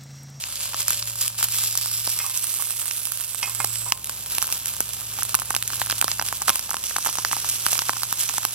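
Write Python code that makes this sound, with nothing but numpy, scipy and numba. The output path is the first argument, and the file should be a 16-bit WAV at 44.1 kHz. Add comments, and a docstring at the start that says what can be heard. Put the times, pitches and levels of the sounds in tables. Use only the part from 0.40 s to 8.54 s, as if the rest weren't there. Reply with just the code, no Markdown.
"""Mushrooms frying on a camping stove

Mushrooms fry outdoors in a cast-iron skillet, close to the microphone. Countless tiny steam bubbles
burst in the fat and merge into a sizzle; bigger ones snap and thud, more so once a finger pushes the
pieces about. Shifted on the burner, the skillet knocks on its supports and rings. Far motors hum."""
import sys
import numpy as np
from scipy import signal
from scipy.fft import rfft, irfft
from scipy.io import wavfile
from scipy.ndimage import uniform_filter1d
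from numba import njit

SR = 44100
rng = np.random.default_rng(int(sys.argv[2]) if len(sys.argv) > 2 else 0)


def output_pcm(signal):
    """Save a mono or channel-first signal as 16-bit PCM at the path in sys.argv[1].

    Samples are clipped to [-1, 1] before scaling.
    """
    pcm = np.clip(np.atleast_2d(signal).T, -1, 1) * 32767
    wavfile.write(sys.argv[1], SR, np.round(pcm).astype(np.int16))


N = 358974
T = np.arange(N) / SR


def undb(db):
    """Amplitude ratio of a level in decibels."""
    return 10 ** (np.asarray(db) / 20)


def unit_rms(x):
    """Normalisation to an rms of 1."""
    return x / np.sqrt(np.mean(x ** 2))


def at_energy(pulse, db):
    """Energy normalisation: the pulse carries as much as one millisecond of sound at this level."""
    return undb(db) * np.sqrt(SR / 1000) * pulse / np.linalg.norm(pulse)


def curves(rows):
    """Linear interpolation in time: one value per sample for each column after the first."""
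    times, *columns = np.transpose(rows)
    return [np.interp(T, times, column) for column in columns]


def add(out, start_s, sound):
    """Superposition: a sound joins the mix at its start time."""
    i = max(int(start_s * SR), 0)
    out[..., i:i + sound.shape[-1]] += sound[..., :max(N - i, 0)]


def colour(x, points, size=2048):
    """Minimum-phase filter through (Hz, dB) points, scaled to unit power gain."""
    hz, db = np.transpose(points)
    bins_hz = np.maximum(np.fft.rfftfreq(size, 1 / SR), 1)
    magnitude = undb(np.interp(np.log(bins_hz), np.log(hz), db))
    cepstrum = irfft(np.log(magnitude))
    cepstrum[1:size // 2] *= 2
    cepstrum[size // 2 + 1:] = 0
    response = irfft(np.exp(rfft(cepstrum)))
    return signal.oaconvolve(x, response[None] / np.linalg.norm(response), axes=-1)[:, :N]


def wander(rate_hz):
    """Smooth random fluctuation with an rms of 1."""
    hold = int(SR / rate_hz)
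    steps = np.repeat(rng.standard_normal(N // hold + 1), hold)
    return unit_rms(uniform_filter1d(uniform_filter1d(steps, hold), hold)[:N])


def wavering_tone(hz, db):
    """Random modulation: a sine wavers slightly in pitch and level."""
    phase = 2 * np.pi * np.cumsum(hz * (1 + 0.00325 * wander(rate_hz=3))) / SR
    return np.sqrt(2) * undb(db + wander(rate_hz=10)) * np.sin(phase)


@njit
def bandpass(x, hz, width_hz):
    """Second-order resonance with a moving centre, as a state-variable filter."""
    out, band_state, low_state = np.empty(len(x)), 0., 0.
    for i in range(len(x)):
        g, damping = np.tan(np.pi * hz[i] / SR), width_hz / hz[i]
        band = (band_state + g * (x[i] - low_state)) / (1 + g * (g + damping))
        band_state = 2 * band - band_state
        low_state += 2 * g * band
        out[i] = damping * band
    return out


def scattered_bursts(count, rise_s, decay_s, tail_s, apart, size):
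    """Scattering off food and pan smears clicks into noise: count x 2 channels x size, mean energy 1."""
    t = np.arange(size) / SR
    noise = rng.standard_normal((count, 3, size))
    shared, separate = noise[:, :1], noise[:, 1:]
    onset = (1 - np.exp(-t / rise_s)) ** 2
    envelope = onset * np.exp(-t / decay_s)
    bursts = (shared + apart * separate) * envelope / envelope.max()
    bursts += undb(-21) * separate * onset * np.exp(-t / tail_s)
    energy = np.mean(np.sum(bursts ** 2, axis=-1), axis=-1)
    return bursts / np.sqrt(energy)[:, None, None]


# Spectrum of the outdoor air. Each row: frequency in Hz, relative level in dB.
AIR_SPECTRUM = [(20, -46), (42, -23), (60, 3.5), (130, 8.5), (250, 1), (370, 1.5), (520, 0), (1000, 5.5),
                (4000, -65)]
def outdoor_rumble():
    """Low-frequency noise, partly coherent between the channels; its level steps up midway."""
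    noise = rng.standard_normal((3, N))
    level_db = np.interp(T, [3.48, 3.54], [-63, -57])
    return undb(level_db) * colour(noise[:1] + noise[1:], AIR_SPECTRUM)


# Hum lines that share one swell: partials of the first motor, plus the second motor's 225 Hz partial. Each row:
# frequency in Hz, level in dB before the swell.
MOTOR_PARTIALS = [(61.2, -57), (91.9, -59.5), (153.3, -64.5), (183, -67.5), (225, -67.5)]
# Their common swell. Each row: time in seconds, gain in dB.
MOTOR_SWELL = [(0, 0), (1.7, -1.5), (2.4, -7.5), (3.7, 1.5), (5.8, 3.5), (7.3, -3.5), (8.14, -5)]
# A second motor fades in and out. Each row: time in seconds, level in dB.
SECOND_MOTOR = [(0, -55), (.7, -44.5), (1.7, -47), (1.94, -52), (2.95, -53), (3.25, -43.5), (3.49, -43.5),
                (3.54, -51.5), (3.95, -56), (4.8, -46.5), (5.5, -45.5), (6.05, -50.5), (6.15, -62),
                (6.63, -56.5), (6.86, -47.5), (8.14, -50.5)]
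def far_motors():
    """Periodic motion radiates a line spectrum: two motors hum, swelling and fading."""
    swell_db, = curves(MOTOR_SWELL)
    swelling_hum = sum(wavering_tone(hz, db + swell_db) for hz, db in MOTOR_PARTIALS)
    return swelling_hum + wavering_tone(113.7, *curves(SECOND_MOTOR))


# Faint ring of the skillet. Each row: time in seconds, level in dB.
FAINT_RING = [(0, -64), (.35, -55), (.8, -60.5), (1.2, -68)]
def faint_skillet_ring(hz=573):
    """A single mode of the skillet sounds faintly, swelling and fading in about the first second."""
    return wavering_tone(hz, *curves(FAINT_RING))


# Thumps beneath three of the bubble pops. Each row: start in seconds, energy level in dB, pitch in Hz.
POP_THUMPS = [(1.675, -27.5, 480), (4.4054, -26, 387), (5.644, -26.5, 420)]
def pop_thumps(decay_s=0.00078):
    """Heavily damped oscillation: a low, dull thump that dies within about a cycle."""
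    out, t = np.zeros(N), T[:SR // 50]
    bass_cut = signal.butter(2, 180, "high", fs=SR)
    for start_s, db, hz in POP_THUMPS:
        thump = np.sin(2 * np.pi * hz * t) * np.exp(-t / decay_s)
        add(out, start_s, at_energy(signal.lfilter(*bass_cut, thump), db))
    return out


# Modes of skillet and burner. Each row: frequency in Hz, relative level in dB, base T60 in seconds.
IRON_MODES = [(580, -7.5, 0.17), (800, 3.5, 0.066), (975, 9.5, 0.048), (1047, 0, 0.3), (1130, 11.5, 0.037),
              (1245, 10, 0.042), (2143, 9, 0.19), (2460, 6, 0.2), (2573, 12.5, 0.13), (2864, 5, .07),
              (3240, 12, 0.07), (4705, 11, 0.1), (5356, 11, .07), (5733, 13, 0.05), (5992, 11, .05)]
def iron_ring(cutoff_hz, favoured_hz, t60_factor=1, contrast_db=7):
    """Modal vibration: the contact point favours some modes, and a soft contact weakens the high ones."""
    t, out = T[:SR // 2], 0
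    for k, (hz, db, t60) in enumerate(IRON_MODES):
        nearness = np.exp(-(np.log(hz / favoured_hz) / 0.026) ** 2)
        amplitude = undb(db + contrast_db * (nearness - 1)) / np.hypot(1, (hz / cutoff_hz) ** 2)
        hz *= 1 + 0.0022 * rng.standard_normal()  # grip and supports detune the mode a little
        decay = np.exp(-np.log(1000) * t / (t60 * t60_factor))
        out = out + (-1) ** k * amplitude * np.sin(2 * np.pi * hz * t) * decay
    return out


# The skillet meets its supports. Each row: start in seconds, relative level in dB, contact cutoff
# in Hz, favoured frequency in Hz, factor on the ring time, relative scrape level in dB.
KNOCKS = [(1.8, -24.5, 4000, 1250, 0.62, -9), (1.842, -28.5, 1500, 1140, 3.7, -24),
          (2.196, -27, 1200, 1135, 1.7, -20), (3.028, -17, 7540, 2300, 0.69, -12),
          (3.075, -24, 1420, 1240, 0.85, -15), (3.201, -10.5, 1350, 952, 0.56, -23),
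          (3.462, -25.5, 970, 970, 1.2, -8.5), (6.081, -12.5, 800, 1047, 1.06, -28)]
def skillet_knocks(contact_s=0.0067, scrape_s=0.035, slips_per_s=970):
    """Impact, then stick-slip friction: a gritty scrape keeps exciting the damped ring of the iron."""
    out, t = np.zeros((2, N)), T[:SR // 2]
    for start_s, db, cutoff_hz, favoured_hz, t60_factor, scrape_db in KNOCKS:
        ring = iron_ring(cutoff_hz, favoured_hz, t60_factor)
        scrape = undb(scrape_db) * np.exp(-t / scrape_s)
        slips = (rng.random(len(t)) < slips_per_s / SR) * rng.standard_normal(len(t)) * scrape
        noise = rng.standard_normal((3, len(t)))
        contact = (noise[:1] + 0.12 * noise[1:]) * (np.exp(-t / contact_s) + scrape / 2)
        band = signal.butter(2, [620, np.clip(1.2 * cutoff_hz, 1200, SR / 3)], "band", fs=SR)
        grit = signal.lfilter(*band, contact + 5 * slips)
        ring = ring + signal.fftconvolve(ring, slips / 2)[:len(t)]
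        add(out, start_s, undb(db - 12) * (ring + undb(10) * grit))
    return out


# Spectrum of a tearing skin. Each row: frequency in Hz, relative level in dB.
SNAP_SPECTRUM = [(40, -25), (180, -20), (500, -19.5), (1400, -8.5), (2000, -9), (2700, -1), (4000, -2.5),
                 (6000, 8), (10500, 2.5), (12200, 10.5), (13500, -16), (16000, -14.5)]
def skin_snaps(rows):
    """Sudden rupture of a bubble or droplet radiates a broadband click, followed by its scatter."""
    out = np.zeros((2, N))
    bursts = scattered_bursts(len(rows), rise_s=9e-5, decay_s=0.00047, tail_s=0.0067, apart=0.71, size=900)
    bursts[:, :, 0] += undb(-2)  # the direct click
    low, high = signal.butter(2, 5000, fs=SR), signal.butter(1, 6500, "high", fs=SR)
    for (start_s, snap_db, bright_db, *_), burst in zip(rows, bursts):
        treble = undb(bright_db - 6.5) * signal.lfilter(*high, burst)
        snap = colour(signal.lfilter(*low, burst) + treble, SNAP_SPECTRUM)
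        add(out, start_s, at_energy(snap, snap_db + 8))
    return out


def cavity_thuds(rows, tear_spread_s=0.001264, body_hz=306, average_bubble_hz=1157):
    """Damped resonance: a bubble gives way in a few irregular tears, each jolting its cavity."""
    out, t = np.zeros(N), T[:SR // 50]
    centre = len(t) // 2
    body = np.sin(2 * np.pi * body_hz * t) * np.exp(-t / 0.0018)  # the food shaken by the cavity
    radiation = signal.butter(2, [590, 2150], "band", fs=SR)  # too small a source for much bass
    scatter = np.clip(rng.standard_normal((len(rows), 2, 3)), -2, 2)
    for (start_s, _, _, thud_db, hz), (lags, sizes) in zip(rows, scatter):
        tears = np.zeros(len(t))
        tears[centre + (lags * tear_spread_s * SR).astype(int)] = undb(-13 + 10.5 * sizes)
        tears[centre] = 1  # the main tear
        cavity = signal.lfilter(*signal.iirpeak(hz, Q=1.9, fs=SR), tears)
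        level_db = thud_db + 1.04
        add(out, start_s - t[centre], at_energy(signal.lfilter(*radiation, cavity), level_db))
        volume_ratio = (average_bubble_hz / hz) ** 3  # bigger, lower bubbles shake the food harder
        add(out, start_s, volume_ratio * at_energy(body, level_db - 20))
    return out


# Juicy bubbles burst, mostly under the pressing finger. Each row: start in seconds, then snap level,
# brightness and thud level in relative dB, then thud pitch in Hz.
JUICY_POPS = [(0.3443, -24.5, -15, -19.5, 1130), (0.482, -12, 29, -24, 1390),
              (0.506, -12.5, 7.5, -26, 1250), (0.626, -20.5, -18, -28.5, 1130),
              (1.0285, -13.5, 5, -26, 1440), (1.675, -20, -1, -23.5, 930), (2.72, -19.5, 10, -32, 1420),
              (3.2444, -16.5, 6.5, -18, 930), (3.247, -16, 15, -23, 1140),
              (3.5219, -8.5, -1.5, -15.5, 1200), (3.6953, -22, 5, -24, 1160), (3.983, -14, 4, -25, 1150),
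              (4.026, -13, 6.5, -22, 1220), (4.4051, -11.5, 16, -23.5, 1260), (4.8234, -26, -1, -22, 1310),
              (4.9442, -13.5, 0.5, -11, 1270), (4.951, -6.5, 9, -18.5, 1450), (5.0193, -25, 5, -22.5, 1090),
              (5.1053, -16, 6.5, -16.5, 1100), (5.1423, -27, 2, -21.5, 1110),
              (5.1497, -15, 4.5, -26.5, 1210), (5.1646, -13, 2, -42, 1670), (5.4166, -17.5, 5, -15, 1200),
              (5.4994, -17.5, 1, -19, 1460), (5.5253, -21, -1, -19, 980), (5.6137, -8, 7, -19, 1634),
              (5.6254, -19, 4, -16, 1240), (5.6435, -13.5, 5, -17, 1160), (5.6802, -18, 2, -17.5, 1290),
              (5.716, -16.5, -23, -27, 1260), (5.7969, -18, -4, -14.5, 1300), (5.8243, -20.5, 5, -25, 1010),
              (5.9264, -20.5, 10, -18.5, 1110), (6.0196, -17, 12, -22.5, 1020),
              (6.0818, -14, 4, -12.5, 1200), (6.094, -6, 2, -12.5, 1500), (6.1013, -13, 4, -13.5, 1180),
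              (6.3117, -25, 5, -21, 1150), (6.3431, -22, 6, -18, 1130), (6.3679, -22, 4, -23.5, 1160),
              (6.5658, -15, 3.5, -14, 1240), (6.5842, -21, 7, -18.5, 1140), (6.6632, -19, 10, -16.5, 1100),
              (6.671, -17, 18, -21, 1060), (6.69, -24.5, -9, -20.5, 1080), (6.7855, -21, -25, -18, 910),
              (6.849, -16, -1, -12.5, 1350), (6.9143, -23, 1, -21, 1100), (6.93, -18.5, 9, -15, 1160),
              (6.967, -21.5, 4, -23, 900), (7.265, -11.5, 4.5, -12, 1250), (7.3912, -15, -0.5, -20.5, 1190),
              (7.4942, -18.5, 2, -9.5, 1120), (7.6333, -15.5, 4, -23, 1250), (7.7265, -14, 4.5, -20, 1100),
              (7.8949, -20, 7, -22.5, 1130), (7.982, -17, 8, -18, 1090), (8.0511, -12, 4.5, -16.5, 1070)]
# Small wet clicks between them. Each row: start in seconds, relative thud level in dB.
WET_CLICKS = [(0.3354, -27), (1.01, -27.5), (4.043, -29.5), (4.09, -29.5), (4.788, -24.5), (4.99, -25),
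              (5.303, -27), (5.3337, -24), (5.4698, -29.5), (5.814, -21), (6.294, -26.5), (6.509, -27.5),
              (6.683, -27), (7.0455, -24.5), (7.329, -21.5), (7.3543, -26), (7.4192, -22), (7.5343, -24.5),
              (7.568, -27), (8.032, -31.5)]
# Droplets spit in the fat with no thud. Each row: start in seconds, snap and brightness in relative dB.
DRY_SPITS = [(0.039, -21.5, -5), (0.813, -15.5, 26), (0.8795, -15, 9), (1.0414, -13, 9), (1.3547, -21, 20),
             (1.3752, -13, 20), (1.7896, -17.5, 8), (1.9746, -16.5, 22), (2.5111, -20.5, -2),
             (2.6541, -18.5, 7), (3.357, -22, 1.5), (3.6442, -22.5, 7), (3.9505, -19.5, 7),
             (4.0189, -19, 3), (4.1253, -14.5, 3.5), (4.2581, -17.5, 10), (4.2825, -21, 19),
             (4.8322, -14.5, 35), (5.2256, -17.5, 5), (5.2773, -17, 10), (5.5101, -18.5, -10),
             (5.5191, -17.5, 6), (5.8867, -19, 3.5), (6.1568, -15.5, 6.5), (6.1938, -18.5, 4),
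             (6.3063, -17, 29), (6.4394, -19.5, 5), (6.6542, -19, 13), (7.0982, -14.5, 15),
             (7.3794, -18, 6.5), (7.332, -14, 13), (7.8908, -20, -15)]
def bubble_pops(click_hz=1120):
    """Transient excitation: single bursts snap and thud, and set the iron ringing faintly."""
    pitches = click_hz * np.exp(0.12 * rng.standard_normal(len(WET_CLICKS)))
    small_pops = [(start_s, db - 1, 0, db, hz) for (start_s, db), hz in zip(WET_CLICKS, pitches)]
    wet_pops = list(JUICY_POPS) + small_pops
    pops = skin_snaps(wet_pops + list(DRY_SPITS)) + cavity_thuds(wet_pops)
    ring = iron_ring(cutoff_hz=600, favoured_hz=1030)
    return pops + undb(-51) * signal.oaconvolve(pops, ring[None], axes=-1)[:, :N]


# Reflection off the pan wall. Each row: time in seconds, reference frequency of the bands in Hz,
# strength of the upper peak, strength of the lower peak.
WALL_BANDS = [(0, 7100, 0.23, 0.53), (1.24, 7740, 0.39, 0.49), (1.42, 7400, 0.44, 1.7),
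              (1.72, 7860, 0.13, 0.71), (2.15, 9200, 0.8, 0), (2.42, 8800, 0.7, 0), (2.68, 10400, 0.82, 0),
              (3.08, 8000, 0.6, 0), (3.47, 8360, 2.2, 0.32), (3.6, 8000, 0, 0.11), (6.1, 8500, 0, 0),
              (6.7, 8800, 0.26, 0.97), (7.3, 8600, 0.078, 0.36)]
def wall_reflection(fat):
    """Interference reinforces two bands and weakens the one between; they slide as the pan tilts."""
    hz, upper, lower = curves(WALL_BANDS)
    def band(ratio, width_hz):
        return np.array([bandpass(side, ratio * hz, float(width_hz)) for side in fat])
    peaks = upper * band(0.96, width_hz=1540) + lower * band(0.67, width_hz=1100)
    dip = 0.48 * (upper + lower) * band(0.83, width_hz=850)
    share = np.array([[0.84], [1]])  # the left channel catches less of the reflection
    return fat + share * (peaks - dip)


# Frying while the food lies still. Each row: time in seconds, relative level in dB.
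SIMMER = [(0, -30.5), (.76, -33), (.96, -35.5), (1.3, -29.5), (1.5, -26.5), (1.95, -27.5), (2.55, -30),
          (2.9, -31.5), (3.3, -30), (3.48, -31), (3.57, -39), (3.75, -34), (4.7, -31.5), (5.25, -34),
          (5.5, -32), (6.22, -32.5), (7.05, -26), (7.58, -30), (7.9, -27.5), (8.14, -29)]
# Food slides or is pressed onto hot iron. Each row: start and length in seconds, relative level in dB.
SURGES = [(0, 0.0099, -35), (0.087, 0.062, -32.5), (0.16, 0.12, -28.5), (0.351, 0.064, -25),
          (0.457, 0.078, -25), (0.551, 0.05, -31.5), (0.662, 0.039, -26.5), (0.758, 0.11, -23.5),
          (0.969, 0.078, -24), (1.058, 0.22, -24), (3.866, 0.18, -28.5), (4.085, 0.067, -27),
          (4.265, 0.039, -28.5), (4.761, 0.052, -31), (5.232, 0.22, -30), (5.466, 0.1, -30.5),
          (5.684, 0.027, -26.5), (5.833, 0.047, -28.5), (6.072, 0.014, -16.5), (6.14, 0.021, -32),
          (6.435, 0.069, -29.5), (6.654, 0.021, -25), (7.285, 0.07, -22), (7.416, 0.11, -30.5),
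          (7.781, 0.035, -22.5)]
def frying_level(rise_share=0.4, release_s=0.019):
    """Incoherent sources add in power: the simmer plus steam surges that rise, hold and die, in dB."""
    power = undb(*curves(SIMMER)) ** 2
    for start_s, length_s, db in SURGES:
        rise = np.clip((T - start_s) / (rise_share * length_s), 0, 1)
        fall = np.exp(-np.clip((T - start_s - length_s) / release_s, 0, 20))
        power = power + (undb(db) * rise * fall) ** 2
    return 10 * np.log10(power)


def bubble_swarm(per_s, spread_db, max_spreads, decay_s, tail_s, spots):
    """Shot noise: bubbles burst at random, many small and few large, at several spots in the pan."""
    out = np.zeros((2, N))
    for burst in scattered_bursts(spots, rise_s=1e-4, decay_s=decay_s, tail_s=tail_s, apart=0.5, size=256):
        chance = rng.random(N) * SR * spots / per_s
        size_db = spread_db * np.minimum(-np.log(chance + 1e-12), max_spreads)
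        impulses = (chance < 1) * undb(size_db) * rng.choice([-1, 1], N)
        out += signal.oaconvolve(impulses[None], burst, axes=-1)[:, :N]
    return unit_rms(out)


# Spectra of fine fizz, sparse crackle and juice. Each row: frequency in Hz, relative level in dB.
FIZZ_SPECTRUM = [(300, -31), (1000, -16), (2050, -12), (2600, -4.5), (3800, -5.5), (5400, -4), (6600, -2),
                 (7600, -0.1), (9000, -4.5), (10500, 0), (11200, 2.5), (12100, 3.5), (12900, 1.5),
                 (13500, 1), (15700, -14)]
CRACKLE_SPECTRUM = [(150, -31), (500, -13.5), (1200, 1.5), (2000, -7.5), (3000, -2.5), (6000, -1.5),
                    (12200, 9), (13500, -3), (16000, 2)]
JUICE_SPECTRUM = [(150, -10.5), (450, -8.5), (800, -8), (1250, 0), (1700, -5), (2400, -25), (5000, -12.5)]
# The fat's top treble, strongest while the pan lies open, weaker under the hand; and its middle and
# low range, thinnest as tossed food lands. 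Each row: time in seconds, gain in dB.
TREBLE_SHELF = [(0, -5), (1.3, 1), (2.7, 1.5), (3.45, 0), (3.6, 0.5), (4.7, -0.5), (6.3, -3), (8.14, -2.5)]
LOW_SHELF = [(.62, 0.5), (.79, -4), (.87, 1), (1.7, -2), (3.6, -0.5), (5.5, -0.5)]
# Bubbling of the juice, which grows as the finger squeezes. Each row: time in seconds, relative dB.
JUICE_LEVEL = [(0, -19), (1.1, -23.5), (3.2, -17.5), (4.0, -17), (6.2, -17.5), (8.14, -21)]
def sizzle():
    """Superposition of countless bursts: fizz and crackle of the fat over duller bubbling of the juice."""
    fry_db = frying_level()
    fizz = bubble_swarm(per_s=5500, spread_db=3.5, max_spreads=5.17, decay_s=18e-5, tail_s=0.012, spots=20)
    crackle = bubble_swarm(per_s=180, spread_db=6.5, max_spreads=3.36,
                           decay_s=9.6e-5, tail_s=0.0049, spots=12)
    flare = undb(fry_db + 1.23 * wander(rate_hz=69.2))  # the frying flickers a little
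    fizz = undb(0.3) * flare * colour(fizz, FIZZ_SPECTRUM)
    crackle = undb(-19 + 0.5 * fry_db) * colour(crackle, CRACKLE_SPECTRUM)
    fat = wall_reflection(fizz + crackle)
    treble = signal.filtfilt(*signal.butter(3, 11500, "high", fs=SR), fat)
    fat += (undb(*curves(TREBLE_SHELF)) - 1) * treble
    lows = signal.filtfilt(*signal.butter(2, 4300, fs=SR), fat)
    fat += (undb(*curves(LOW_SHELF)) - 1) * lows
    juice = bubble_swarm(per_s=1900, spread_db=5.5, max_spreads=2.9,
                         decay_s=0.00022, tail_s=0.00054, spots=8)
    juice_db, = curves(JUICE_LEVEL)
    return fat + flare * undb(juice_db + 1.45) * colour(juice, JUICE_SPECTRUM)


# Position of the pan. Each row: time in seconds, leftward balance in dB, where centre_db is the middle.
PAN_BALANCE = [(0, 3.5), (1.3, 3.5), (2.2, 0.5), (2.8, -0.5), (3.3, -0.5), (3.55, 2.5), (8.14, 1.5)]
# Colour of the left channel against the right. 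Each row: frequency in Hz, relative difference in dB.
CHANNEL_COLOUR = [(500, -1), (830, 2.5), (1550, -6.5), (2300, -4), (2750, -.5), (4750, -1), (5300, -5.5),
                  (6500, -1), (7800, -6), (9400, -8), (11000, -5), (12800, 0), (14000, -1.5), (15500, 0)]
def scene(centre_db=4.5, left_lag_samples=2):
    """Level and time differences place the pan to the right: on the left it is softer and later."""
    skillet = bubble_pops() + sizzle() + pop_thumps() + skillet_knocks()
    balance_db, = curves(PAN_BALANCE)
    gains = undb(np.array([balance_db - centre_db, centre_db - balance_db]) / 2)
    gains /= np.sqrt(np.mean(gains ** 2, axis=0))
    left, right = gains * skillet
    left = colour(left[None], [(hz, db / 2) for hz, db in CHANNEL_COLOUR])[0]
    right = colour(right[None], [(hz, -db / 2) for hz, db in CHANNEL_COLOUR])[0]
    left = np.pad(left, (left_lag_samples, 0))[:N]
    return np.array([left, right]) + far_motors() + faint_skillet_ring() + outdoor_rumble()


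# Narrow treble notches of the microphone. Each entry: frequency in Hz.
MIC_NOTCHES = [10640, 13300]
def record(dry, top_hz=15900):
    """Microphone response: two notches, clipping at full scale and a steep limit to the bandwidth."""
    for hz in MIC_NOTCHES:
        dry = signal.lfilter(*signal.iirnotch(hz, Q=70, fs=SR), dry)
    top_cut = signal.ellip(10, 0.2, 70, top_hz, fs=SR, output="sos")
    return signal.sosfilt(top_cut, np.clip(dry, -1, 1))


dry = scene()
out = record(dry)
output_pcm(out)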